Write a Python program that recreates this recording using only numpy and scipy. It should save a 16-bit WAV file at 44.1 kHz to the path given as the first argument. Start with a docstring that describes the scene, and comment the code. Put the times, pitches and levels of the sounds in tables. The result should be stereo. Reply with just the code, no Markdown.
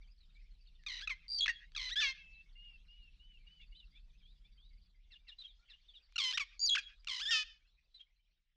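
"""A low rumble, faint hiss and far whistles open the scene; then a ground bird gives two bouts of three calls.
Its calls are harsh and trilled: two harmonic voices sound at once and beat in one throat, and an airway
that keeps closing chops them. Trees answer 0.14 s later, as a cluster of scattered noise.
Farther birds whistle, chip and squawk as gliding sines, over shaped noise for rumble, drone and hiss.
The rumble falls midway and again at the end; both channels carry almost the same sound."""
import sys
import numpy as np
from scipy import signal
from scipy.fft import rfft, irfft, next_fast_len
from scipy.io import wavfile
from scipy.ndimage import uniform_filter1d, map_coordinates

SR = 44100
rng = np.random.default_rng(int(sys.argv[2]) if len(sys.argv) > 2 else 0)


def store_wav(level_fs):
    """Save 16-bit WAV to argv[1]."""
    pcm = np.round(np.clip(np.atleast_2d(level_fs), -1, 1) * 32767)
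    wavfile.write(sys.argv[1], SR, pcm.T.astype(np.int16))


def how_loud(loudness_db):
    """Turn decibels into a plain amplitude multiplier (0 dB gives 1, 20 dB gives 10)."""
    steps = np.asarray(loudness_db, float) / 20
    return 10 ** steps


N = 377484


def unit(x):
    """Scales a signal to rms 1."""
    return x / np.sqrt(np.mean(np.abs(x) ** 2) + 1e-20)


def along(points, hz):
    """Reads a curve of (Hz, value) points on a log frequency axis."""
    f, v = np.transpose(points)
    return np.interp(np.log(np.abs(hz) + 1), np.log(f + 1), v)


def noise(spectrum):
    """White noise coloured by a spectrum curve, rms 1."""
    m = next_fast_len(N)
    colour = how_loud(along(spectrum, np.fft.rfftfreq(m, 1 / SR)))
    return unit(irfft(rfft(rng.standard_normal(m)) * colour, m)[:N])


def wobble(rate):
    """A smooth random curve with so many knots a second."""
    knots = rng.standard_normal(int(N * rate / SR) + 4)
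    return map_coordinates(knots, [np.arange(N) * rate / SR])


def fade(t, length, edge):
    """Soft start and end of a note."""
    return np.sin(np.pi / 2 * np.clip(np.minimum(t, length - t) / edge, 0, 1)) ** 2


def tones(rows, edge, flutter_db):
    """Gliding sines with a faint second harmonic, unsteady in pitch and fluttering in level."""
    out, warble = np.zeros(N + SR), 1 + .004 * wobble(80)
    for s, length, start_hz, middle_hz, end_hz, db in rows:
        t = np.arange(round(length * SR)) / SR
        glide = np.polyfit([0, .5, 1], [start_hz, middle_hz, end_hz], deg=2)
        hz = np.polyval(glide, t / length)
        first = round(s * SR)
        phase = 2 * np.pi * np.cumsum(hz * warble[first:][:len(t)]) / SR
        wave = np.sin(phase) + how_loud(-37.5) * np.sin(2 * phase)
        out[first:][:len(t)] += how_loud(db) * np.sqrt(2) * fade(t, length, edge) * wave
    return out[:N] * how_loud(flutter_db * wobble(90))


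# colour of the throat: pitch_hz, level_db
THROAT = [(500, -70), (1050, -9), (2100, -2.5), (2900, 0), (3700, -7), (5000, -2), (6200, -6.5),
          (7500, -17), (11000, -39)]
# spectrum of the vibrating folds' unevenness: pitch_hz, level_db (per Hz)
SHAKE = [(600, 0.5), (2000, -33), (8000, -43.5)]
# brief gliding squeaks beside the caller's low tails and high whistles:
# start_s, length_s, start_hz, middle_hz, end_hz, level_db
SIDE_TONES = [(1.1, 0.011, 4003, 3395, 3000, -45), (1.384, .022, 3150, 3230, 3320, -44),
              (1.445, .012, 3850, 4080, 4200, -46), (6.766, 0.013, 1970, 1560, 1350, -36.5)]
# how each kind of note is sung: beak_hz (resonance), haste (of the glide, no unit), arch_hz,
# loudest (share of the note), swell_db, fade_db
PIP, RATTLE, LIFT = (3294, 1.4, -1, 0.7, 3.5, 22.5), (3600, 8, 0.5, -0.13, 1, 6.5), (3550, 1.4, 170, .6, 1.3, 11)
CHOP, TAIL, HIGH = (2500, 1.8, 0, .25, 5, 15), (2100, 5, 0, .2, 4, 20), (4200, -7, 0, .35, 9, 2)
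CROWN, SWOOP, LOW = (4800, 0.88, 440, 0.97, 3.2, 2.6), (4300, 2, 1, 1.38, 7.5, 2), (3397.5, 1.84, -50, 3.6, 1, 2.5)
DRAWL, SAG, UNDER = (3300, 1.5, 0, .2, 4, 1.5), (3000, .8, 0, .1, 1.5, 14), (2800, 6, 0, .12, 2.5, 14)
# notes from the first side of the syrinx: start_s, length_s, start_hz, end_hz, level_db (at the peak)
PIPS = [(1.749, .008, 1643, 1663, -41.5), (6.158, .012, 1441, 1368, -36), (7.071, .008, 1455, 1358, -37.5)]
RATTLES = [(0.863, 0.17, 1278, 971, -42), (1.762, 0.13, 1402, 1004, -38), (6.18, 0.14, 1493, 1015, -33),
           (7.083, .114, 1272, 1004, -38)]
LIFTS = [(1.003, 0.053, 1087, 1680, -46.5), (1.892, 0.055, 1054, 1950, -42),
         (6.32, .048, 1074, 1871, -39.5), (7.196, 0.06, 1049, 1752, -41)]
CHOPS = [(1.073, 0.014, 1402, 1227, -34.5), (1.458, 0.014, 1545, 824.4, -29.5),
         (6.373, .016, 1750, 866.4, -30), (6.749, 0.022, 1796, 799, -31)]
TAILS = [(1.094, .05, 1520, 1018, -39.5), (1.479, .008, 976, 833, -29), (1.487, 0.033, 1062, 912, -33.5),
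         (6.396, 0.045, 1425, 1093, -35.5), (6.778, 0.026, 946, 807, -35)]
HIGHS = [(1.281, .124, 4727, 4377, -34), (6.594, 0.086, 4721, 4500, -32)]
LOWS = [(1.406, 0.041, 3353, 3314, -27.5), (6.693, .054, 3339, 3347, -29)]
DRAWLS = [(1.957, .048, 1584, 1780, -32.5), (7.253, .052, 1567, 1830, -37)]
SAGS = [(2.005, .11, 1796, 1565, -38.5), (7.307, .125, 1856, 1727, -35.5)]
# notes from the second side: start_s, length_s, start_hz, end_hz, level_db (at the peak)
THINS = [(1.281, .103, 8665, 8500, -60.5)]
CROWNS = [(6.593, .07, 6556, 6504, -40)]
SWOOPS = [(1.385, .045, 6238, 3396, -36.5), (6.661, 0.04, 6490, 3670, -28)]
UNDERS = [(2.001, .128, 1716, 1057, -35.5), (7.306, .132, 1577, 1254, -35)]


def caller():
    """Two harmonic voices through one throat, with their sum and difference tones, rasp and breath."""
    f1, g1, beak1 = side([(PIP, PIPS), (RATTLE, RATTLES), (LIFT, LIFTS), (CHOP, CHOPS), (TAIL, TAILS),
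                          (HIGH, HIGHS), (LOW, LOWS), (DRAWL, DRAWLS), (SAG, SAGS)])
    f2, g2, beak2 = side([(HIGH, THINS), (CROWN, CROWNS), (SWOOP, SWOOPS), (UNDER, UNDERS)])
    t, on = np.arange(N) / SR, g1 + g2 > 0
    # the voice breaks as it lifts, twice as much on every other lift
    breaks = sum(fade(t - s + .012, 0.71 * length, edge=0.0091) for s, length, *_ in LIFTS + LIFTS[::2])
    rasp = 0.02 + .38 * breaks

    def throat(f, peak):
        return how_loud(along(THROAT, f)) * (0.2 + 1 / (1 + ((f - peak) / 700) ** 2))

    k = np.arange(1, 13)[:, None]  # partial numbers
    p1, p2 = (2 * np.pi * np.cumsum(f)[on] / SR for f in (f1, f2))
    clear, jitter = 0, noise(SHAKE)[on]  # uneven cycles blur the high partials most
    for f, g, peak, p in ((f1, g1, beak1, p1), (f2, g2, beak2, p2)):
        drift = np.array([wobble(70)[on] for _ in k])  # the moving beak recolours each partial
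        below_nyquist = k * f[on] < SR / 2
        weight = throat(k * f[on], peak[on]) / k ** 0.073 * how_loud(2.1 * drift) * below_nyquist
        partials = weight * np.sin(k * (p + .085 * jitter) + k * k)
        clear = clear + g[on] * np.sum(partials, axis=0) / np.sqrt(np.sum(weight ** 2, axis=0) / 2)
    for m in (1, 2, 3):
        for n in (-2, -1, 1, 2, 3):  # positive: sum tones; negative: much fainter difference tones
            f = m * f1[on] + n * f2[on]
            mix_db = (4 if n > 0 else -30) - 5 * (m + abs(n) - 2)
            mix_gain = np.sqrt(g1 * g2)[on] * how_loud(mix_db + along(THROAT, f))
            clear = clear + mix_gain * np.sin(m * p1 + n * p2 + m * n)
    voiced = np.zeros(N)
    voiced[on] = clear
    shake = unit(noise(SHAKE) + wobble(540))  # uneven folds smear every partial
    breath = how_loud(-24.5) * (g1 * (f1 < 2500) + g2 * (f2 < 2500)) * noise(THROAT)
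    rough = voiced * (np.sqrt(1 - np.clip(rasp, 0, 1) ** 2) + rasp * shake)
    return rough + breath + tones(SIDE_TONES, edge=0.006, flutter_db=-3)


# trills, as runs of airway closures at a nearly steady beat: start_s (first closure), gap_s, count
TRILLS = [(0.878, 0.018, 8), (1.284, 0.013, 4), (1.344, .0148, 3), (1.396, .0095, 4), (1.466, .01, 1),
          (1.772, .0132, 7), (6.196, .014, 4), (6.596, 0.0099, 4), (6.669, 0.012, 4), (7.094, 0.016, 6)]


def side(kinds):
    """One side of the syrinx: pitch, gain and beak resonance at each sample, chopped by the closing airway."""
    t = np.arange(N) / SR
    hz, gain, beak, age = np.zeros(N), np.zeros(N), np.full(N, 3e3), np.zeros(N)
    for (beak_hz, haste, arch_hz, loudest, swell_db, fade_db), notes in kinds:
        for s, length, start_hz, end_hz, db in notes:
            now = slice(round(s * SR), round((s + length) * SR))
            age[now], beak[now] = t[now] - s, beak_hz
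            u = age[now] / length
            glide = np.expm1(-haste * u) / np.expm1(-haste)
            hz[now] = start_hz + (end_hz - start_hz) * glide + arch_hz * np.sin(np.pi * u)
            swell = swell_db * (1 - u / loudest)
            decay = fade_db * ((u - loudest) / (1 - loudest)) ** 2
            loss_db = np.where(u < loudest, swell, decay)
            soft = fade(age[now], length, edge=0.0012)
            gain[now] = how_loud(db - loss_db) * soft + gain[now] * (1 - soft)  # overlapping notes are slurred
    shut = np.sort([s + i * gap for s, gap, count in TRILLS for i in range(int(count))])
    scatter_s = 0.0027 * wobble(60)
    shut = np.sort(shut + scatter_s[(shut * SR).astype(int)])
    k = np.clip(np.searchsorted(shut, t), 1, len(shut) - 1)
    since, until = np.abs(t - shut[k - 1]), np.abs(shut[k] - t)
    # opening and closing have different slopes; early in a note the airway stays shut longer
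    early = np.exp(-age / 0.1)
    opening = np.exp(-(since / (0.001 + 0.0021 * early)) ** 2)
    closing = np.exp(-(until / (0.0022 + 0.0006 * early)) ** 2)
    dip = np.maximum(opening, closing)
    effort = np.clip(uniform_filter1d(gain, size=600) / how_loud(-34), 0, 1)  # a hard-blown note shuts less
    depth = np.clip(.8 + .5 * early - .45 * effort, 0, .97)
    # each puff starts sharp and sags
    bend_hz = 110 * depth * (np.exp(-since / 0.0058) - 0.83 * np.exp(-until / 0.0046))
    return (hz + bend_hz) * (1 + .008 * wobble(400)) * (hz > 0), gain * (1 - depth * dip), beak


# ticks of air: start_s, level_db (before a 3.5 dB cut)
CLICKS = [(0.8366, -52.5), (1.7194, -50), (6.124, -53.5), (7.0464, -46.5)]


def clicks():
    """Short ticks of air through the throat: noise that starts at once and dies in about a millisecond."""
    t, air_noise = np.arange(N) / SR, noise(THROAT)
    return air_noise * sum(how_loud(db - 3.5) * np.exp(-np.abs(t - s) / 0.00078) * (t > s) for s, db in CLICKS)


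# spectrum of the bush hiss, also the colour of far breath: pitch_hz, level_db
HISS = [(400, -14), (1200, -12), (2400, -7.5), (3500, -1.5), (5500, -11), (8300, -27.5), (11000, -47)]
# parts of one three-note phrase, one squawk and one softer two-voiced chirrup:
# start_s (within the figure), length_s, start_hz, middle_hz, end_hz, level_db (relative to the figure)
PHRASE = [(0, .036, 3950, 4020, 3950, 1), (.028, .026, 3800, 3700, 3600, -2),
          (.05, .042, 3000, 3280, 2950, 0)]
SQUAWK = [(.004, .024, 2750, 2720, 2520, -3), (.015, .037, 4300, 3700, 3300, 0),
          (.048, .026, 2550, 2900, 2650, -2), (0, .052, 2300, 1900, 1650, -13),
          (.012, .036, 5500, 5150, 4900, -20), (.008, .03, 4800, 4300, 3900, -12),
          (.066, .012, 3900, 3200, 2400, -9)]
CHIRRUP = [(0, 0.055, 2095, 2380, 2670, -9.5), (.012, 0.039, 3280, 3520, 3520, -2.5)]
# when each figure is sung: start_s, level_db
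PHRASES = [(5.382, -55.5), (7.94, -62)]
SQUAWKS = [(5.1, -60.5), (5.263, -60), (5.68, -59.5)]
CHIRRUPS = [(3.595, -62), (3.935, -64.5), (4.43, -71.5)]
# series of falling chips: start_s, gap_s, count (rounded down), level_db
CHIPS = [(0.012, 0.057, 2.6, -78), (2.522, 0.04, 6.1, -85), (3.462, 0.049, 7.8, -79),
         (4.518, 0.042, 9.3, -79)]
# pitches of the rising whistle: start_hz, middle_hz, end_hz
RISE_HZ = (3070, 3480, 4020)
# rising whistles: start_s, length_s, level_db
RISES = [(4.225, .11, -73), (4.573, .105, -72.5)]
# outer pitches of the arched whistle: start_hz, end_hz
ARCH_HZ = (2780, 2620)
# arched whistles: start_s, length_s, top_hz, level_db
ARCHES = [(2.552, 0.22, 2853, -63.5), (2.879, 0.22, 2890, -67.5), (3.192, 0.19, 3014, -68),
          (3.462, .18, 3002, -68), (3.719, .13, 3040, -68)]
# single notes: start_s, length_s, start_hz, middle_hz, end_hz, level_db
SINGLES = [(0.01, 0.027, 1940, 2290, 2290, -72), (0.2, 0.058, 4030, 3850, 3420, -75.5),
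           (0.349, 0.036, 2200, 2285, 2400, -71), (0.667, 0.015, 4570, 4400, 4070, -63.5),
           (0.67, 0.022, 3860, 3700, 3350, -71.5), (0.787, 0.07, 1950, 1780, 1720, -81.5),
           (2.172, 0.25, 2625, 2630, 2646, -62.5), (2.344, 0.031, 3900, 3980, 3790, -72.5),
           (3.746, 0.068, 3140, 4020, 3280, -65), (5.589, 0.067, 1300, 1420, 1370, -84),
           (5.88, 0.038, 3850, 3460, 3330, -61), (5.934, 0.026, 3200, 2993, 2690, -63.5),
           (5.947, 0.041, 3916, 3640, 3170, -60), (5.475, .045, 3900, 3660, 3300, -62.5)]


def farther_birds():
    """Sines for whistles and falling chips; rougher ones for phrases, squawks, chirrups and scattered tones."""
    chips = [(s + i * gap, .022, 4950, 4600, 4200, db)
             for s, gap, count, db in CHIPS for i in range(int(count))]
    figures = [(s + delay, *shape, db + relative_db)
               for figure, times in ((PHRASE, PHRASES), (SQUAWK, SQUAWKS), (CHIRRUP, CHIRRUPS))
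               for s, db in times for delay, *shape, relative_db in figure]
    whistles = [(s, length, *RISE_HZ, db) for s, length, db in RISES]
    whistles += [(s, length, ARCH_HZ[0], top_hz, ARCH_HZ[1], db) for s, length, top_hz, db in ARCHES]
    pure = tones(whistles + SINGLES + chips, edge=.008, flutter_db=1.5) * (1 + .13 * wobble(1500))
    rough = tones(figures + list(scattered_tones()), edge=.009, flutter_db=2.5)
    rough = rough * (1 + .2 * noise(SHAKE) + .2 * wobble(900))
    loudness = np.sqrt(np.abs(uniform_filter1d(rough ** 2, size=500)))
    breath = how_loud(-20) * loudness * noise(HISS)
    return pure + rough + breath


# levels of the air over time: start_s, rumble_db, drone_db, hiss_db (before a 2 dB cut)
AIR = [(0, -59, -81, -80.5), (2.4, -59.5, -80, -78.5), (4.801, -60, -79.5, -82), (4.95, -64.5, -84, -85),
       (5.85, -68.5, -92.5, -77.5), (7.301, -65.5, -89, -79), (8.56, -80.5, -102, -92)]


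def scattered_tones():
    """Faint short random gliding tones scattered through the hiss, following its level."""
    when, pitch, glide, arch, size = rng.standard_normal((340, 5)).T
    s = (N / SR - .2) * (np.arange(len(when)) + .5 + .4 * np.tanh(when)) / len(when)
    hz = 3200 * np.exp(.42 * np.tanh(pitch))
    hiss_db = np.interp(s, np.transpose(AIR)[0], np.transpose(AIR)[3])
    length_s = .028 * np.exp(0.14 * when)
    glide, arch = .1 * glide, .05 * arch  # as log pitch ratios
    level_db = hiss_db - 2 + 5 * np.tanh(size)
    return np.transpose([s, length_s, hz * np.exp(-glide), hz * np.exp(arch), hz * np.exp(glide), level_db])


def trees(x, t60, slap_s, slap_db):
    """Scattered sound off the bush: a dying haze and a later cluster from a line of trees."""
    t = np.arange(SR // 2) / SR
    haze = how_loud(-60 * t / t60) * (t > .004)
    slap = how_loud(slap_db) * np.exp(-((t - slap_s) / 0.022) ** 2)
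    tail = (haze + slap) * rng.standard_normal(len(t))
    band = signal.butter(2, [1300, 5500], "bandpass", fs=SR, output="sos")
    tail = signal.sosfilt(band, tail / np.linalg.norm(tail))
    stir = .9 + .35 * wobble(300)  # moving leaves blur the echo
    return signal.fftconvolve(x * stir, tail)[:N]


def patchy(x, depth_db):
    """Random patches of gain across time and frequency, rms 1."""
    z = signal.stft(x, nperseg=512)[2]
    field = uniform_filter1d(rng.standard_normal(z.shape), size=9, axis=0)
    field = uniform_filter1d(field, size=8, axis=1)
    return unit(signal.istft(z * how_loud(depth_db * unit(field)), nperseg=512)[1][:N])


# spectra of the rumble and the drone: pitch_hz, level_db (per Hz)
RUMBLE = [(12, -32.5), (22, 1), (36, 7), (50, -6), (75, -16), (110, -72)]
DRONE = [(80, -1.5), (175, 2), (230, -10), (1200, -38.5)]


def air():
    """A low uneven rumble, a faint drone above it, and the patchy hiss of far leaves, all shaped noise."""
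    s, *levels = np.transpose(AIR)
    rumble_db, drone_db, hiss_db = (np.interp(np.arange(N) / SR, s, db) for db in levels)
    rumble = how_loud(rumble_db + 1.4 * wobble(23)) * noise(RUMBLE)
    drone = how_loud(drone_db + wobble(16.0)) * noise(DRONE)
    hiss = how_loud(hiss_db - 2 + wobble(9)) * patchy(noise(HISS), depth_db=4)
    return rumble + drone + hiss


# faint low tones under the high whistles: start_s, length_s, start_hz, middle_hz, end_hz, level_db
UNDERTONES = [(1.29, 0.14, 739, 767, 515.8, -83.5), (6.6, 0.16, 850, 698.3, 551.7, -81.5)]


def scene():
    """The caller near, the other birds far, each with its echo off the trees, over the air."""
    near, far, first_bout = caller() + clicks(), farther_birds(), np.arange(N) < 4 * SR
    # a small bird radiates no bass
    near = signal.sosfilt(signal.butter(4, 860, "highpass", fs=SR, output="sos"), near)
    lag = round(SR / 2000)  # half a millisecond: a bounce off the ground in the first bout
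    near = near + .5 * first_bout * np.roll(near, lag)
    # the head is turned away in the first bout, which dulls the treble
    turned = signal.sosfilt(signal.butter(2, 5500, fs=SR, output="sos"), near)
    near = np.where(first_bout, turned, near)
    near = near + tones(UNDERTONES, edge=.02, flutter_db=5)
    far = far + how_loud(-6) * trees(far, t60=.12, slap_s=.1, slap_db=-34)
    mono = near + how_loud(-15) * trees(near, t60=0.22, slap_s=0.14, slap_db=-15.5) + far
    # faint random level flutter, opposite in the two channels
    flutter = how_loud(-36.0) * noise(SHAKE) * [[1], [-1]]
    return mono * (1 + flutter) + air()


def roll_off(x):
    """The treble ends steeply here."""
    return signal.sosfilt(signal.butter(12, 11400, fs=SR, output="sos"), x)


def record(dry):
    """A slightly lopsided microphone bends the wave; each channel has its own faint noise floor."""
    bent = dry + 0.62 * dry ** 2
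    wired = bent + how_loud(-121) * rng.standard_normal(dry.shape)
    return roll_off(wired)


dry = scene()
out = record(dry)
store_wav(out)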